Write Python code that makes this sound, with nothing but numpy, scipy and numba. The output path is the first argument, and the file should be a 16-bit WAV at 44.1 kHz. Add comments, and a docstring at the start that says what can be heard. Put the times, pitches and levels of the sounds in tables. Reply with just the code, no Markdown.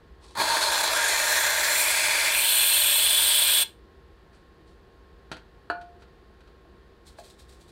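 """A small kitchen, a cooler humming: whipped cream is sprayed onto rolled ice cream in a cup on a steel tray.
Bursting foam sputters and rings the hollow under the nozzle, whose tone rises as the cup fills;
the spray ends as a bright hiss of nearly pure gas. The plastic cap snaps on, the can is set down
and rings, then sprinkles are knocked loose in their cup and shaken out in short pours."""
import sys
import numpy as np
from scipy import signal
from scipy.fft import rfft, irfft, next_fast_len
from scipy.io import wavfile
from numba import njit

SR = 44100
rng = np.random.default_rng(int(sys.argv[2]) if len(sys.argv) > 2 else 0)


def master_out(mix):
    """Clip the mix to full scale and print it as 16-bit PCM to the path in sys.argv[1]."""
    frames = np.transpose(np.atleast_2d(mix))
    ceiling = np.clip(frames, -1, 1)
    pcm = np.round(ceiling * 32767).astype(np.int16)
    wavfile.write(sys.argv[1], SR, pcm)


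N = 340011
TIME = np.arange(N) / SR
FFT_SIZE = next_fast_len(N + SR, real=True)
FREQS = np.maximum(np.arange(FFT_SIZE // 2 + 1) * SR / FFT_SIZE, 1)
VALVE_OPEN_S, VALVE_SHUT_S = 0.354, 3.627


def from_db(db):
    """Decibels to gain."""
    return 10 ** (np.asarray(db) / 20)


def unit_rms(x):
    """Scale to rms 1."""
    return x / np.sqrt(np.mean(x ** 2) + 1e-20)


def slopes(points):
    """Spectrum in dB, straight lines over log frequency."""
    hz, db = np.transpose(points)
    return np.interp(np.log(FREQS), np.log(hz), db)


def peaks(rows):
    """Bell-shaped peaks and dips in dB."""
    return sum(db / (1 + (2 * (FREQS - hz) / width_hz) ** 2) for hz, width_hz, db in rows)


def rolloff(ratio, power):
    """Filter skirt in dB, half power at ratio 1."""
    return -10 * np.log10(1 + ratio ** power)


def colour(x, gain_db):
    """Minimum-phase filter with the given gain at each frequency."""
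    cepstrum = irfft(np.log(from_db(gain_db)), FFT_SIZE)
    cepstrum[1:FFT_SIZE // 2] *= 2
    cepstrum[FFT_SIZE // 2 + 1:] = 0
    return irfft(rfft(x, FFT_SIZE) * np.exp(rfft(cepstrum)), FFT_SIZE)[:N]


def noise(shape_db):
    """Coloured noise, rms 1."""
    return unit_rms(colour(rng.standard_normal(N), shape_db))


def drift(rate_hz):
    """Random wander up to about rate_hz, rms 1."""
    spectrum = rfft(rng.standard_normal(FFT_SIZE)) / (1 + (FREQS / rate_hz) ** 2)
    return unit_rms(irfft(spectrum, FFT_SIZE)[:N])


def grains(per_s, spread_db):
    """Random clicks of uneven size and sign, rms 1."""
    sizes = from_db(spread_db * np.minimum(rng.exponential(1, N), 4))
    signs = rng.choice([-1, 1], N)
    return unit_rms(sizes * signs * (rng.random(N) < per_s / SR))


def impulses(rows):
    """One impulse per row."""
    out = np.zeros(N)
    for start_s, level_db in rows:
        out[round(start_s * SR)] += from_db(level_db)
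    return out


def swells(rows, rise_s):
    """Envelope of exponential rises and decays, summed in power."""
    power = np.zeros(N)
    for peak_s, level_db, decay_s in rows:
        fall = np.maximum((peak_s - TIME) / rise_s, (TIME - peak_s) / decay_s).clip(0, 30)
        power += from_db(level_db) ** 2 * np.exp(-2 * fall)
    return np.sqrt(power)


def scatter(x, t60_s):
    """Dense decaying reflections at unit energy gain."""
    t = TIME[:SR // 2]
    tail = rng.standard_normal(len(t)) * from_db(-60 * t / t60_s)
    return signal.fftconvolve(x, tail / np.linalg.norm(tail))[:N]


def struck(hits, modes):
    """Each hit rings a body's modes as damped sines of alternating sign."""
    out = np.zeros(N)
    for k, (pitch_hz, level_db, t60_s) in enumerate(modes):
        radius, angle = np.exp(-np.log(1000) / (t60_s * SR)), 2 * np.pi * pitch_hz / SR
        poles = [1, -2 * radius * np.cos(angle), radius ** 2]
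        out += (-1) ** k * from_db(level_db) * signal.lfilter([0, np.sin(angle)], poles, hits + 1e-18)
    return out


@njit
def resonate(x, pitch_hz, q):
    """Swept state-variable band-pass, peak gain 1."""
    out, band, low = np.zeros(len(x)), 0., 0.
    for i in range(len(x)):
        g = np.tan(np.pi * min(pitch_hz[i] / SR, .42))
        v = (band + g * (x[i] - low)) / (1 + g * (g + 1 / q))
        band, low = 2 * v - band, low + 2 * g * v
        out[i] = v / q
    return out


def kitchen(x, t60_s=0.22, wall_hz=5000):
    """A short room tail, dulled by the walls."""
    return colour(scatter(x, t60_s), rolloff(FREQS / wall_hz, 3))


# compressor spectrum: freq_hz, gain_db
RUMBLE_SPECTRUM = [(12, -43.5), (20, -21.5), (59, -2.5), (77, -5.5), (97, -15.5), (195, -15), (226, -19),
                   (300, -20), (323, -14), (380, -12.5), (428, -20), (462, -16.5), (505, -19.5), (700, -30),
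                   (910, -53), (1540, -120)]
# fan air spectrum: freq_hz, gain_db
FAN_SPECTRUM = [(450, -17.5), (700, 1), (1000, -2.5), (1300, -3.5), (1850, -2), (2050, -10), (4500, -12.5),
                (5700, -23.5), (10000, -29), (14000, -31), (16000, -37)]
# cooler hum: pitch_hz, rms_db
HUM_TONES = [(57, -62), (393, -69), (467, -69.5), (1077, -69.5)]

def cooler(rumble_db=-54.5, fan_db=-63, waver_db=0.7, wander_rad=0.93):
    """Compressor rumble, fan air and a few wavering tones."""
    sound = from_db(rumble_db) * noise(slopes(RUMBLE_SPECTRUM))
    sound += from_db(fan_db) * noise(slopes(FAN_SPECTRUM))
    for pitch_hz, rms_db in HUM_TONES:
        amplitude = np.sqrt(2) * from_db(rms_db + waver_db * drift(5))
        sound += amplitude * np.sin(2 * np.pi * pitch_hz * TIME + wander_rad * drift(4.9))
    return sound


# hand shifts: peak_s, level_db, decay_s
HAND_RUBS = [(.235, -56, 0.22), (4.35, -64.5, 0.039), (4.68, -66.5, 0.055), (6.01, -68, .02)]
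# skin friction spectrum: freq_hz, gain_db
RUB_SPECTRUM = [(300, -18), (1050, 3), (1500, -15), (3000, -6), (4300, -3), (6000, -11), (9000, -10.5),
                (15000, -41)]

def hand():
    """Skin rubs softly over the can."""
    friction = colour(grains(per_s=2500, spread_db=2.0), slopes(RUB_SPECTRUM))
    return swells(HAND_RUBS, rise_s=0.013) * unit_rms(friction)


# finger knocks: start_s, level_db
CUP_KNOCKS = [(6.297, -17), (6.65, -13), (7.1855, 2.5), (7.2, -5)]
# sprinkle cup modes: pitch_hz, level_db, t60_s
CUP_MODES = [(543, -51.5, 0.21), (627, -41, 0.074), (697, -46, 0.14), (837, -45.5, 0.063),
             (1125, -47, 0.042), (1650, -48, 0.032), (2630, -58.5, .03)]

def sprinkle_cup():
    """A finger knocks on the hollow cup to loosen the sprinkles."""
    return struck(impulses(CUP_KNOCKS), CUP_MODES)


# shakes of the cup: peak_s, level_db, decay_s
SPRINKLE_POURS = [(7.072, -53.5, .035), (7.19, -52, 0.026), (7.245, -54, 0.058), (7.302, -54.5, .017),
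                  (7.397, -54.5, 0.027), (7.495, -57.5, 0.032), (7.527, -60.5, 0.05), (7.61, -58, 0.031),
                  (7.685, -60.5, .04)]
# sugar grain spectrum: freq_hz, gain_db
SPRINKLE_SPECTRUM = [(1290, -33), (2200, -4), (2930, -8), (3620, 1), (4260, 0.5), (6160, -7), (8500, -3.5),
                     (11000, -13), (15000, -19)]

def sprinkles():
    """With each shake, sugar grains slide over the rim and patter down."""
    patter = colour(grains(per_s=4000, spread_db=-3.0), slopes(SPRINKLE_SPECTRUM))
    return swells(SPRINKLE_POURS, rise_s=0.0088) * unit_rms(patter)


# can meeting the counter: start_s, level_db
CAN_BUMPS = [(5.7001, 1)]
# counter thud spectrum: freq_hz, gain_db
THUD_SPECTRUM = [(82, -41), (140, -31), (390, -4.5), (595, -1.5), (724, 2), (1160, -2.5), (1440, 3),
                 (2210, -22), (2900, -15.5), (3740, -28), (4290, -11.5), (5430, -39), (8680, -37),
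                 (15000, -54)]
# steel can modes: pitch_hz, level_db, t60_s
CAN_MODES = [(701, -5, 0.57), (880, -8, 0.16), (1180, -33, 0.17), (1447, -6, 0.26), (1479, -8, 0.24),
             (1740, -5, 0.085), (1890, -25, .2), (2390, -28, .35), (3984, -34, 0.22), (4370, -29, 0.23),
             (4560, -32, .2)]

def can_on_counter(thud_db=5.0, clatter_db=6.0, ring_db=-27.5):
    """The counter thuds briefly; the steel can rings on."""
    hits = impulses(CAN_BUMPS)
    clatter = from_db(clatter_db) * scatter(hits, t60_s=0.08)
    thud = colour(hits + clatter, slopes(THUD_SPECTRUM))
    return from_db(thud_db) * thud + from_db(ring_db) * struck(hits, CAN_MODES)


# cap snap and light finger taps: start_s, level_db
CAP_CLICKS = [(4.331, -26), (5.3158, 0.5), (5.3195, -18), (5.3675, -12.5), (5.813, -17.5), (6.0215, -19),
              (6.083, -31), (6.406, -23.5), (6.475, -25)]
# plastic cap spectrum: freq_hz, gain_db
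CAP_SPECTRUM = [(59, -37), (100, -11), (196, -6.5), (429, -12), (487, -10.5), (614, -11), (1060, -11),
                (1210, -20), (1400, -5.5), (1920, -16), (4460, -15.5), (5280, -26.5), (9950, -34),
                (15500, -57)]

def cap(gain_db=3.5, rattle_db=1.5, tail_db=8.0):
    """Thin plastic cracks, buzzes and rings briefly."""
    hits = from_db(gain_db) * impulses(CAP_CLICKS)
    rattle = from_db(rattle_db) * scatter(hits, t60_s=0.032)
    tail = from_db(tail_db) * scatter(hits, t60_s=0.11)
    return colour(0.5 * hits + rattle + tail, slopes(CAP_SPECTRUM))


def puff(peak_s=0.385, level_db=-45.0, decay_s=0.099, centre_hz=150, half_width_oct=0.89):
    """The first gas to escape pushes a soft low puff of air."""
    air = noise(rolloff(np.log2(FREQS / centre_hz) / half_width_oct, 6))
    return swells([(peak_s, level_db, decay_s)], rise_s=0.012) * air


# tray and cup resonances: centre_hz, width_hz, gain_db
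TRAY_PEAKS = [(401, 25, 4), (730, 226, -8), (948, 160, 2.5), (1075, 60, -3.5), (1313, 205, -7),
              (1650, 440, 4.5), (1820, 29, 5), (1943, 120, -9.5), (2392, 45, 3), (2854, 640, -5.5),
              (3320, 94, -0.5), (3437, 120, 7.5), (3810, 89, 9), (3854, 59, -14), (4209, 240, 8.5),
              (5694, 1200, -6), (6240, 158, -6), (6625, 100, 5.5), (6720, 220, -5.5), (7510, 310, -2),
              (8070, 350, -6.5)]

def tray(x, echoes=20, first_ms=1.5, last_ms=7.2, echo_gain=0.05):
    """Tray and cup colour the spray; echoes off tray, rim and spatulas comb it."""
    delays_ms = rng.uniform(first_ms, last_ms, echoes)
    response = np.zeros(FFT_SIZE)
    response[0] = 1
    response[(delays_ms * SR / 1000).astype(int)] = echo_gain * rng.choice([-1, 1], echoes)
    comb_db = 20 * np.log10(np.abs(rfft(response)) + 1e-3)
    return colour(x, peaks(TRAY_PEAKS) + comb_db)


def heap_echoes(x, gain_db=-7, t60_s=0.026, highpass_hz=5500):
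    """Short waves glance off the growing heap of cream in an ever-changing pattern."""
    weights = np.array([drift(rate_hz=0.9) for _ in range(3)])
    weights /= np.linalg.norm(weights, axis=0)
    echoes = sum(weight * scatter(x, t60_s) for weight in weights)
    return from_db(gain_db) * colour(echoes, rolloff(highpass_hz / FREQS, 6))


# valve stutter: peak_s, opening_db, decay_s
VALVE_SPURTS = [(.3525, -14.5, 0.0038), (.3735, -9, .004)]

def valve_opening(attack_s=0.043, attack_db=23, release_db_per_s=1248.5):
    """The valve stutters twice, opens, is held and snaps shut; returns a gain."""
    opening_db = -attack_db * np.clip(1 - (TIME - VALVE_OPEN_S) / attack_s, 0, 1)
    closing_db = -release_db_per_s * np.clip(TIME - VALVE_SHUT_S, 0, 0.2)
    held = (TIME > VALVE_OPEN_S) * from_db(opening_db + closing_db)
    return held + swells(VALVE_SPURTS, rise_s=0.00036)


def cream_state(surge_s=0.16, empty_s=2.3, drying_s=0.075):
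    """Shares 0-1: the first surge of thick cream dies away, the cup fills, the can runs dry."""
    age_s = np.maximum(TIME - VALVE_OPEN_S, 0)
    surge = np.exp(-age_s / surge_s)
    fill = np.minimum(age_s / (empty_s - VALVE_OPEN_S), 1)
    dryness = 1 - np.exp(-np.maximum(TIME - empty_s, 0) / drying_s)
    return surge, fill, dryness


# gas pockets: start_s, level_db
NOZZLE_SPITS = [(.352, -4), (.415, 17), (.443, 3), (.462, 7), (.570, 20.5), (.726, 12), (.750, -11.5),
                (.932, 6), (1.316, -26.5), (1.867, 1)]

def spits(gain_db=-8.0, low_hz=600, high_hz=1600):
    """Gas pockets burst from the nozzle as mid-range pops."""
    band_db = rolloff(low_hz / FREQS, 4) + rolloff(FREQS / high_hz, 4)
    return colour(impulses(NOZZLE_SPITS), gain_db + band_db)


# gusts of gas: peak_s, level_db, decay_s
GAS_GUSTS = [(.69, -36, 0.039), (1.32, -25.5, 0.26), (1.8, -20, 0.15)]

def gust_envelope():
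    """Gas breaks through the cream in gusts; returns a gain."""
    return swells(GAS_GUSTS, rise_s=0.089)


def whistle(flow, depth, gusts, dryness, lowest_hz=4020, base_db=-22, dry_db=-16.5, gust_db=-3):
    """Gas squeezing through foam has a broad, bright resonance that climbs with the hollow's pitch."""
    level = from_db(base_db + dry_db * dryness) + from_db(gust_db) * gusts
    return level * resonate(flow * rng.standard_normal(N), lowest_hz / depth ** 0.76, q=4.0)


# dry jet spectrum: freq_hz, gain_db
JET_SPECTRUM = [(800, -41.5), (2500, -29), (4200, -26), (6200, -39), (7800, -1.5), (8500, -0.85),
                (9300, 0.5), (9900, -13), (11500, -9.5), (13200, -5.5), (14600, -9.5), (15500, -16)]
# nozzle resonances: centre_hz, width_hz, gain_db
NOZZLE_PEAKS = [(2734, 54, -3.5), (2893, 50, -4), (3045, 90, 8), (3835, 130, -3.5), (4370, 137, 8),
                (4450, 110, -5.5), (7560, 110, 2), (7700, 70.4, -3), (8480, 120, 3), (8900, 76, 3),
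                (9200, 80, -4), (9360, 120, 5.5)]

def gas_jet(valve, gusts, dryness, leak_db=-35.5, dry_db=-14.5, flutter_db=0.8):
    """Gas leaks and gusts while cream flows, then hisses freely from the dry can."""
    level = from_db(leak_db) + gusts + from_db(dry_db) * dryness
    gas = valve * level * rng.standard_normal(N) * from_db(flutter_db * drift(40))
    return colour(gas, slopes(JET_SPECTRUM) + peaks(NOZZLE_PEAKS))


# tearing foam spectrum: freq_hz, gain_db
FOAM_SPECTRUM = [(60, -27), (180, -37), (280, -25.5), (430, -12.5), (590, 3), (1000, -1.4), (2000, -4.5),
                 (4200, -9.5), (6000, -4.5), (10000, -12.5), (12000, -20), (15500, -26)]

def foam_hiss(bursts, gain_db, fizz_hz=8000, flicker_db=2.5):
    """Tearing foam hisses; its finest bubbles come in flurries, so the treble flickers."""
    foam = colour(bursts * from_db(gain_db), slopes(FOAM_SPECTRUM))
    fizz = signal.sosfilt(signal.butter(1, fizz_hz, "high", fs=SR, output="sos"), foam)
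    return foam + fizz * (from_db(flicker_db * drift(25)) - 1)


def hollow_tone(bursts, gain_db, pitch_hz, depth, heap):
    """The hollow rings in its lowest mode, a second while deep, a third as cream heaps up."""
    first = resonate(bursts, pitch_hz, q=4.53)
    second = from_db(-15) * depth ** 2 * resonate(bursts, 1.6 * pitch_hz, q=21.0)
    third = from_db(-13) * heap * resonate(bursts, 2.1 * pitch_hz, q=5.0)
    return from_db(gain_db) * (first + second + third)


# shrinking hollow under the nozzle: time_s, pitch_hz
HOLLOW_PITCH = [(.39, 956), (.85, 905), (1.1, 1940), (1.52, 1730), (1.85, 2260), (2.28, 2220), (2.48, 2940),
                (3.62, 3140)]

def spray(sputter_db=1.25):
    """Bursting foam excites a shrinking hollow; as the cream runs out a smooth gas jet takes over."""
    pitch_hz = np.interp(TIME, *np.transpose(HOLLOW_PITCH))
    depth = pitch_hz.min() / pitch_hz
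    valve, gusts = valve_opening(), gust_envelope()
    surge, fill, dryness = cream_state()
    lumps = depth * (drift(72) + 0.19 * drift(22))  # strongest early, while the cream is thick
    flow = valve * from_db(sputter_db * lumps)
    bursts = flow * grains(per_s=9000, spread_db=2.0)
    hollow_db = -22 + 21.5 * surge + 11 * fill
    foam_db = -15 - 10 * surge - 6.5 * fill ** 2 - 4 * dryness
    sound = hollow_tone(bursts, hollow_db, pitch_hz, depth, heap=fill * (1 - dryness))
    sound += whistle(flow, depth, gusts, dryness)
    sound += foam_hiss(bursts, foam_db)
    sound += gas_jet(valve, gusts, dryness)
    sound = tray(sound + spits())
    return sound + heap_echoes(sound)


def scene(spray_room_db=-9.5, handling_room_db=-5.5):
    """Spray, handling, room tail and cooler, alike in both channels."""
    cream = spray() + puff()
    handling = cap() + can_on_counter() + sprinkle_cup() + sprinkles() + hand()
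    room = kitchen(from_db(spray_room_db) * cream + from_db(handling_room_db) * handling)
    return np.tile(cooler() + room + handling + cream, (2, 1))


def record(dry):
    """Steep low-pass at 15750 Hz."""
    return signal.sosfilt(signal.ellip(12, 0.1, 90, 15750, fs=SR, output="sos"), dry)


dry = scene()
out = record(dry)
master_out(out)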